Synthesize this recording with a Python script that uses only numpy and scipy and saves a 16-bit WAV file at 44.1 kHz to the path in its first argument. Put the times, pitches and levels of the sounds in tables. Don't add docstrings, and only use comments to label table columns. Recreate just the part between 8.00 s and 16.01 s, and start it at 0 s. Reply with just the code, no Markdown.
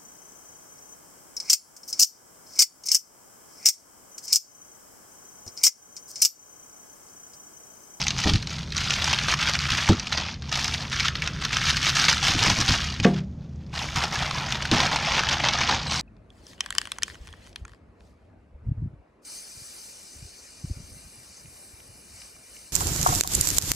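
import sys
import numpy as np
from scipy import signal
from scipy.fft import rfft, irfft, next_fast_len
from scipy.io import wavfile
from scipy.ndimage import uniform_filter1d, map_coordinates

SR = 44100
rng = np.random.default_rng(int(sys.argv[2]) if len(sys.argv) > 2 else 0)


def to_wav(sig):
    pcm = np.clip(np.atleast_2d(sig), -1, 1) * 32767
    pcm = np.round(pcm).astype(np.int16)
    wavfile.write(sys.argv[1], SR, pcm.T)


N = 353285


def amp(db):
    return 10 ** (np.asarray(db) / 20)


def unit(x):
    return x / np.sqrt(np.mean(x ** 2) + 1e-20)


def along(points, hz):
    f, v = np.transpose(points)
    return np.interp(np.log(hz + 1), np.log(f + 1), v)


def curves(rows):
    s, *cols = np.transpose(rows)
    return [np.interp(np.arange(N) / SR, s, c) for c in cols]


def wobble(rate):
    knots = rng.standard_normal(int(N * rate / SR) + 4)
    return map_coordinates(knots, [np.arange(N) * rate / SR])


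def coloured(x, points, size=4096):
    log_gain = along(points, np.fft.rfftfreq(size, 1 / SR)) * np.log(10) / 20
    cepstrum = irfft(log_gain)
    cepstrum[1:size // 2] *= 2
    cepstrum[size // 2 + 1:] = 0
    response = irfft(np.exp(rfft(cepstrum)))
    return signal.fftconvolve(x, response)[:N]


def add(track, s, sound):
    part = track[max(round(s * SR), 0):][:len(sound)]
    part += sound[:len(part)]


# (time [s], rms level [dB])
RUMBLE_LEVEL = [(0, -35), (1.8, -35), (2.2, -38.5), (3.2, -33.5), (4.6, -33.5), (5.6, -38.5), (6.3, -35),
                (8.01, -36)]
# (frequency [Hz], relative density [dB per Hz])
AIR_COLOUR = [(25, -19), (35, -5), (75, 2.5), (105, -4), (135, 5.5), (200, -8), (240, -11.5), (310, -16),
              (550, -23.5), (1200, -36), (3000, -48), (6500, -47), (9000, -68), (15000, -75)]
# (frequency [Hz], peak level [dB])
HUM_TONES = [(75, -40.5), (161, -47.5), (199, -48), (232, -49.5)]


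def ventilation():
    rumble_db, = curves(RUMBLE_LEVEL)
    t = np.arange(N) / SR
    hum = sum(amp(db) * np.sin(2 * np.pi * hz * t + 0.76 * wobble(6)) for hz, db in HUM_TONES)
    air = unit(coloured(rng.standard_normal(N), AIR_COLOUR))
    return amp(rumble_db) * air + hum


# (frequency [Hz], time to fall 60 dB [s])
GARAGE_DECAY = [(150, 0.22), (800, 0.31), (4000, 0.15), (12000, 0.18)]


def reflections(x, near_db, near_t60, room_db, size=2048):
    pieces = np.pad(x, (0, -N % size)).reshape(-1, size)
    noise = rng.standard_normal((len(pieces), SR // 4))
    hz, t, z = signal.stft(noise, SR, nperseg=256)
    room_decay = amp(-60 * t / along(GARAGE_DECAY, hz)[:, None])
    room = signal.istft(z * room_decay, SR, nperseg=256)[1]
    near_decay = amp(-60 * np.arange(room.shape[1]) / SR / near_t60)
    near = rng.standard_normal(room.shape) * near_decay
    near_answer = amp(near_db) * near / np.linalg.norm(near[0])
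    room_answer = amp(room_db) * room / np.linalg.norm(room[0])
    echoes = signal.fftconvolve(pieces, near_answer + room_answer, axes=1)
    track = np.zeros(N)
    for k, echo in enumerate(echoes):
        add(track, k * size / SR + 0.001465, echo)
    return track


def blows(rows, modes, thud_db, thud_t60):
    track, t = np.zeros(N), np.arange(SR // 2) / SR
    hz, mode_db, t60 = np.transpose(modes)[:, :, None]
    for s, db, cutoff_hz in rows:
        strength, detune = rng.standard_normal((2, len(modes), 1))
        gain = amp(mode_db + 2 * strength) / np.hypot(1, (hz / cutoff_hz) ** 2)
        tones = np.sin(2 * np.pi * hz * (1 + 0.024 * detune) * t)
        ring = np.sum(gain * tones * amp(-60 * t / t60), axis=0)
        ring = ring * (1 - np.exp(-t * cutoff_hz / 2))
        band_hz = [hz.min(), np.clip(cutoff_hz, 2 * hz.min(), SR / 4)]
        b, a = signal.butter(2, band_hz, "band", fs=SR)
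        thud = unit(signal.lfilter(b, a, rng.standard_normal(len(t))))
        thud = thud * amp(thud_db - 60 * t / thud_t60)
        add(track, s, amp(db) * (ring / np.abs(ring).max() + thud))
    return track


# (time [s], peak level of the ring [dB], contact cut-off [Hz])
KNOCK_TIMES = [(5.051, -2, 640), (5.068, -18, 3856)]
# (frequency [Hz], level [dB], time to fall 60 dB [s])
HOLLOW_MODES = [(155, -9, 0.62), (191, -10, 0.6), (210, 3, 0.095), (239, -11, 0.26), (313, -15.5, 0.3),
                (390, -17, 0.349), (448, 1, 0.047), (511, -11, 0.12), (692, -13, 0.23), (1166, -9.5, 0.11),
                (1630, -7, 0.11), (1950, -7, 0.088)]


def hollow_knock():
    return blows(KNOCK_TIMES, HOLLOW_MODES, thud_db=-21, thud_t60=0.3)


# (time [s], peak level of the ring [dB], contact cut-off [Hz])
BUMP_TIMES = [(0.256, -15.5, 300), (0.271, -17.5, 256), (0.303, -16, 160.2), (0.336, -12.5, 109),
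              (0.372, -26, 100), (1.716, -24.5, 178.5), (1.895, -6, 361.4), (1.906, -15, 340.2),
              (2.176, -30, 400), (4.285, -24, 200), (4.345, -20.5, 259.8), (4.402, -22, 169.7),
              (4.468, -18.5, 220.3), (4.503, -19, 199.9), (4.585, -22, 300.1), (4.691, -14, 129.9),
              (4.998, -18.5, 151), (5.955, -23, 150.2), (6.716, -13, 340.7), (6.742, -22, 299.9),
              (6.778, -27, 240), (6.83, -27, 249.7)]
# (frequency [Hz], level [dB], time to fall 60 dB [s])
BOX_MODES = [(40.4, -12, 0.14), (70.2, -1.5, 0.076), (100, 3, 0.09), (140.4, -0.5, 0.1), (187, 2.5, 0.068),
             (246, -4, 0.12), (312, -1, 0.099), (413, -8.5, 0.12), (537, -8, 0.068), (774, 3, 0.071)]


def box_bumps():
    return blows(BUMP_TIMES, BOX_MODES, thud_db=-8.5, thud_t60=0.13)


# (time [s], centre pitch [Hz], level before random wavering [dB])
SQUEAK_PATH = [(7.85, 4230, -55.5), (7.88, 4010, -36), (7.92, 4050, -36), (8.01, 4020, -35.5)]


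def squeak():
    hz, db = curves(SQUEAK_PATH)
    phase = 2 * np.pi * np.cumsum(hz * (1 + .035 * wobble(1500))) / SR
    sliding = np.arange(N) / SR > SQUEAK_PATH[0][0]
    level = amp(db + 2.34 * wobble(170))
    return sliding * level * (np.sin(phase) + amp(-9.5) * np.sin(2 * phase))


def snap_waves(hz, life, jitter, size=512):
    t = np.arange(size) / SR
    steps = rng.standard_normal((len(hz), size))
    drift = np.cumsum(steps, axis=1) * jitter * np.sqrt(hz[:, None] / SR)
    u = t / life[:, None]
    envelope = np.sqrt(2 * np.e * u) * np.exp(-u)
    return np.sin(2 * np.pi * hz[:, None] * t + drift) * envelope


# (time [s], relative level before levelling off [dB], pitch [Hz])
SNAP_TIMES = [(0.016, -12, 5120), (0.038, -14.5, 4860), (0.068, -8.5, 2180), (0.082, -5, 5610),
              (0.106, -11, 3710), (0.182, -13.5, 5780), (0.336, -10, 4700), (0.357, -13, 4210),
              (0.426, -20.5, 4020), (0.472, -19, 3860), (0.722, -18, 3870), (0.767, -12.5, 5880),
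              (0.779, -8, 3890), (0.807, -20, 3300), (0.906, -2, 2667), (0.938, -9, 3540),
              (1.043, -6, 4700), (1.078, -12, 1080), (1.13, -2, 899), (1.145, -12.5, 4054),
              (1.188, -10, 3218), (1.338, -3, 1334), (1.536, -10, 5140), (1.552, -11, 2330),
              (1.59, -12, 3870), (1.601, -18, 2590), (1.704, -3, 5362), (1.719, -10, 3820), (1.889, 5, 787),
              (1.997, -15, 5863), (2.07, -16.5, 3134), (2.123, -13.5, 1403), (2.176, -13, 4795),
              (2.422, -25, 3526), (2.526, -12, 4855), (2.555, -11.5, 5036), (2.644, -9, 4754),
              (2.741, -11, 3774), (2.998, -9.5, 3580), (3.083, -6, 2918), (3.154, -13.5, 3400),
              (3.221, -9, 2480), (3.275, -12, 2785), (3.451, -7.5, 5043), (3.531, -12, 1940),
              (3.54, -19, 2100), (3.568, -3, 1660), (3.702, 5, 3187), (3.769, -7, 3445), (3.829, -8, 2946),
              (3.894, -6, 4130), (3.95, -25, 1610), (4.052, -11, 4530), (4.129, -7, 1424),
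              (4.251, -8, 3423), (4.689, 0, 4693), (5.0, -14.5, 2668), (5.047, -3.5, 1990),
              (5.791, -16, 4110), (5.96, -10, 1103), (6.038, -13, 2944), (6.31, -14, 1196),
              (6.523, -10, 3638), (6.623, -15, 3050), (6.653, -13.5, 1462), (6.714, 1, 4056),
              (6.797, -26, 1830), (6.829, -16, 675), (6.852, -15, 1270), (6.96, -3, 914),
              (7.027, -13.5, 725), (7.085, -16, 953), (7.235, -11.5, 1210), (7.289, -5, 3130),
              (7.295, -9, 3700), (7.401, -9.5, 824), (7.486, -3, 3860), (7.535, -10, 4340),
              (7.692, -9, 915)]
# (frequency [Hz], gain [dB])
SNAP_TONE = [(200, -20), (600, -13.5), (1300, -2.5), (6200, 0), (7800, -11), (10000, -21), (11300, -28.5),
             (13000, -25), (14500, -37), (15500, -35)]


def snaps(cycles, ring_db, crack_db, crack_t60, max_db, follow_db):
    track, t = np.zeros(N), np.arange(SR // 20) / SR
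    times, level_db, hz = np.transpose(SNAP_TIMES)
    rings = amp(ring_db) * snap_waves(hz, 0.00041 + cycles / hz, jitter=0.97)
    crack = amp(crack_db - 60 * t / crack_t60)
    gains = amp(level_db) / np.hypot(1, amp(level_db - max_db))
    for s, gain, ring in zip(times, gains, rings):
        add(track, s, gain * ring)
        add(track, s, gain * crack * np.tanh(rng.standard_normal(len(t))))
        delay, detune = rng.standard_normal((2, 2))
        neighbours = snap_waves(3400 * np.exp(0.385 * detune), np.full(2, .0005), jitter=0.85)
        lags = .004 * np.exp(.5 * delay)
        for lag, click in zip(lags, neighbours):
            add(track, s + lag, gain * amp(follow_db) * click)
    return coloured(track, SNAP_TONE)


def buckles(level_db, colour, pitch_hz, rate, spread_db, life, rub_db, size=512):
    density = rate * amp(.4 * (level_db - level_db.max()))
    start = np.flatnonzero(rng.random(N) < density / SR)
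    pitch, strength, length, sign = rng.standard_normal((len(start), 4)).T
    height = np.sign(sign) * amp(spread_db * np.minimum(strength, 1.8))
    waves = snap_waves(pitch_hz * np.exp(.35 * pitch), life * np.exp(0.57 * length), jitter=1.33)
    grains = height[:, None] * waves
    places = start[:, None] + np.arange(size)
    clicks = np.bincount(places.ravel(), grains.ravel(), N)[:N]
    clicks = coloured(clicks, colour)
    power = np.abs(uniform_filter1d(uniform_filter1d(clicks ** 2, size=1500), size=1100))
    clicks = clicks / np.sqrt(power + 0.11 * power.mean())
    rub = unit(coloured(rng.standard_normal(N), colour))
    return amp(level_db) * unit(clicks + amp(rub_db) * rub)


# (time [s], length [s], relative level [dB],
# swell from start to end [dB], extra broad folds [dB])
CRUNCH_TIMES = [(0.0, 0.035, -38, -8, 2), (0.183, 0.055, -30.0, -2.0, -5.5),
                (0.234, 0.064, -26.0, -1.0, 4.5), (0.328, 0.044, -36.0, 1.0, -3),
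                (0.5, 0.13, -39.0, -6.0, 3.0), (0.743, 0.22, -35.0, 8.0, -2.5),
                (0.979, 0.16, -29.5, 6.0, 3.5), (1.173, 0.079, -32.0, 4.0, 1.0),
                (1.278, 0.044, -26.5, 2.0, 3.0), (1.388, 0.051, -28, 2, 0.5), (1.455, 0.045, -26, 5, 2),
                (1.525, 0.027, -32.5, 3.0, 3.0), (1.599, 0.069, -32.0, -1.0, -6.0),
                (1.684, 0.151, -30.0, 3.0, -2.0), (1.839, 0.092, -31.5, -2, 0.5),
                (2.122, 0.032, -32.5, 0, 1.5), (2.169, 0.074, -32.5, -9, 4), (2.43, 0.075, -49, 2.5, -14),
                (2.513, 0.24, -32.0, -5.0, -4), (2.781, 0.07, -38.0, -2, 5.0), (2.91, 0.17, -31.0, 2.0, -8),
                (3.144, 0.05, -42.5, 4.0, 0.0), (3.223, 0.053, -38.5, 3.0, 4),
                (3.411, 0.041, -34.0, -2.0, -1.5), (3.517, 0.076, -32.5, -8.0, 1.0),
                (3.595, 0.1, -28.5, 13.0, -3.5), (3.748, 0.072, -37.0, 3.0, -4),
                (3.824, 0.066, -26.5, 8.0, -2.0), (3.949, 0.111, -23.5, -1.0, 0.0),
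                (4.077, 0.045, -23.0, -2.0, 4.5), (4.224, 0.099, -23.5, 1.0, 4.5),
                (4.374, 0.1, -26.0, 8.0, 7.0), (4.493, 0.031, -24.0, -11.0, 5.5),
                (4.562, 0.065, -29.5, 3.5, 6.0), (4.675, 0.083, -24.5, 0.0, 4.0),
                (4.792, 0.071, -37.5, 8.0, -5), (5.029, 0.019, -29.5, 3.0, 1.5),
                (5.134, 0.055, -42.5, -1.0, 0.0), (5.414, 0.037, -58.5, -11, 1),
                (5.601, 0.049, -66.5, -6, -0.5), (5.728, 0.12, -38.5, 4, 4),
                (5.954, 0.093, -32.5, 0.0, 1.0), (6.12, 0.16, -34.0, -1.0, -1.0),
                (6.322, 0.15, -37.5, -3.0, 1.0), (6.477, 0.081, -36.0, 6.0, -4.0),
                (6.715, 0.16, -27, -4, 1), (6.91, 0.029, -27.5, -3.0, 2.5), (7.05, 0.148, -30.5, 6, 0),
                (7.307, 0.031, -26, 2, -1), (7.433, 0.06, -28.5, -1.5, 2.5),
                (7.524, 0.16, -30.5, 1.5, -1.0), (7.686, 0.08, -27.5, -6.0, 3.0),
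                (7.905, 0.084, -29.5, -3.0, -4.0)]
# (time [s], relative level [dB])
SLIDE_LEVEL = [(0.0, -34.0), (0.69, -46.0), (0.8, -33.0), (1.8, -41.0), (2.3, -36.0), (2.4, -55.0),
               (2.55, -35.0), (3.12, -47.0), (3.38, -42.0), (3.7, -32.0), (4.7, -29.0), (5.1, -45.0),
               (5.27, -70.0), (5.7, -64.0), (5.76, -40.0), (6.7, -39.0), (7.0, -34.0), (8.01, -35.0)]
# (time [s], facets [dB], broad folds [dB])
SIZE_BALANCE = [(0.0, -5.0, -7.0), (0.6, -4.0, -12.0), (1.5, 3.0, -10.0), (2.6, -4.0, -6.0),
                (3.1, 3.0, -10.0), (4.0, -1.0, -14.0), (4.9, -1.0, -10.0), (6.3, 3.0, -0.0),
                (7.6, 2.0, -2.0), (8.01, -4.5, -3.0)]
CRUNCH_ATTACK_S, CRUNCH_T60_S = .006, .11


def handling():
    t = np.arange(N) / SR
    slide_db, = curves(SLIDE_LEVEL)
    facet_db, fold_db = curves(SIZE_BALANCE)
    power = fold_power = amp(slide_db) ** 2
    for s, length, db, swell_db, broad_db in CRUNCH_TIMES:
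        attack = np.clip((t - s) / CRUNCH_ATTACK_S, 0, 1)
        press_db = swell_db * (np.clip((t - s) / length, 0, 1) - .5)
        release_db = -60 * np.clip((t - s - length) / CRUNCH_T60_S, 0, 2)
        crunch = (attack * amp(db + press_db + release_db)) ** 2
        power = power + crunch
        fold_power = fold_power + crunch * amp(broad_db) ** 2
    work_db = 10 * np.log10(power)
    return work_db, work_db + facet_db, 10 * np.log10(fold_power) + fold_db


# (frequency [Hz], relative density [dB per Hz])
CREASE_COLOUR = [(1200, -28), (2200, -4), (3000, -2.5), (5200, -1), (6400, -4), (7500, -14), (9700, -21),
                 (11300, -32.5), (13000, -24.5), (14500, -40), (15500, -55)]
# (frequency [Hz], relative density [dB per Hz])
FACET_COLOUR = [(500, -26.5), (900, -15.5), (1250, -0.5), (1700, -1.5), (2400, -1.5), (3500, -0.5),
                (7000, -43.5)]
# (frequency [Hz], relative density [dB per Hz])
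FOLD_COLOUR = [(120, -4.5), (260, -0.5), (400, -9), (550, -3.5), (780, 4.5), (1050, 4.5), (1400, -9.5),
               (3000, -56.5)]


def rustle():
    crease_db, facet_db, fold_db = handling()
    creases = buckles(crease_db, CREASE_COLOUR, pitch_hz=4560, rate=1500, spread_db=5.5,
                      life=0.00033, rub_db=-5)
    facets = buckles(facet_db, FACET_COLOUR, pitch_hz=1700, rate=900, spread_db=4.5,
                     life=0.00056, rub_db=-3)
    folds = buckles(fold_db, FOLD_COLOUR, pitch_hz=758, rate=450, spread_db=5,
                    life=0.0012, rub_db=-1.0)
    avalanche = amp(1.03 * wobble(70) + 2.14 * wobble(260))
    return avalanche * (amp(-0.5) * creases + amp(-1.6) * facets + amp(-1.7) * folds)


# (time [s], treble gain [dB])
TURNING = [(0, -1.5), (1.8, 1.5), (2.35, -9), (2.6, 1.5), (3.2, -2.5), (3.7, 1.5), (4.7, 1.5), (5.1, -5),
           (5.8, 4), (7.05, -2), (7.8, -7), (7.97, 0)]


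def shaded(x):
    treble_db, = curves(TURNING)
    highpass = signal.butter(4, 7200, "high", fs=SR, output="sos")
    top = signal.sosfiltfilt(highpass, x)
    return x + (amp(treble_db) - 1) * top


def scene():
    background = ventilation()
    knocks = box_bumps() + hollow_knock()
    creases = snaps(cycles=0.97, ring_db=-5.0, crack_db=-2.0, crack_t60=0.013, max_db=-6.0, follow_db=-9.5)
    paper = shaded(amp(-0.7) * rustle() + amp(3.5) * creases + squeak())
    echoes = reflections(paper, near_db=-11.0, near_t60=0.021, room_db=-14)
    mono = background + knocks + paper + echoes
    return np.array([mono, mono])


# (frequency [Hz], gain [dB])
LEFT_TREBLE = [(10500, 0), (12500, -5)]
# (frequency [Hz], gain [dB])
RIGHT_TREBLE = [(10500, 0), (12500, 2.5)]
BAND_LIMIT_HZ = 15700


def record(dry):
    m = next_fast_len(N + SR // 4)
    hz, spectrum = np.fft.rfftfreq(m, 1 / SR), rfft(dry, m)
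    top = irfft(spectrum * (hz > 11000), m)[:, :N]
    flicker = .5 * top * np.array([wobble(400), wobble(400)])
    treble = amp([along(LEFT_TREBLE, hz), along(RIGHT_TREBLE, hz)])
    heard = (spectrum + rfft(flicker, m)) * treble * (hz < BAND_LIMIT_HZ)
    return irfft(heard, m)[:, :N]


dry = scene()
out = record(dry)
to_wav(out)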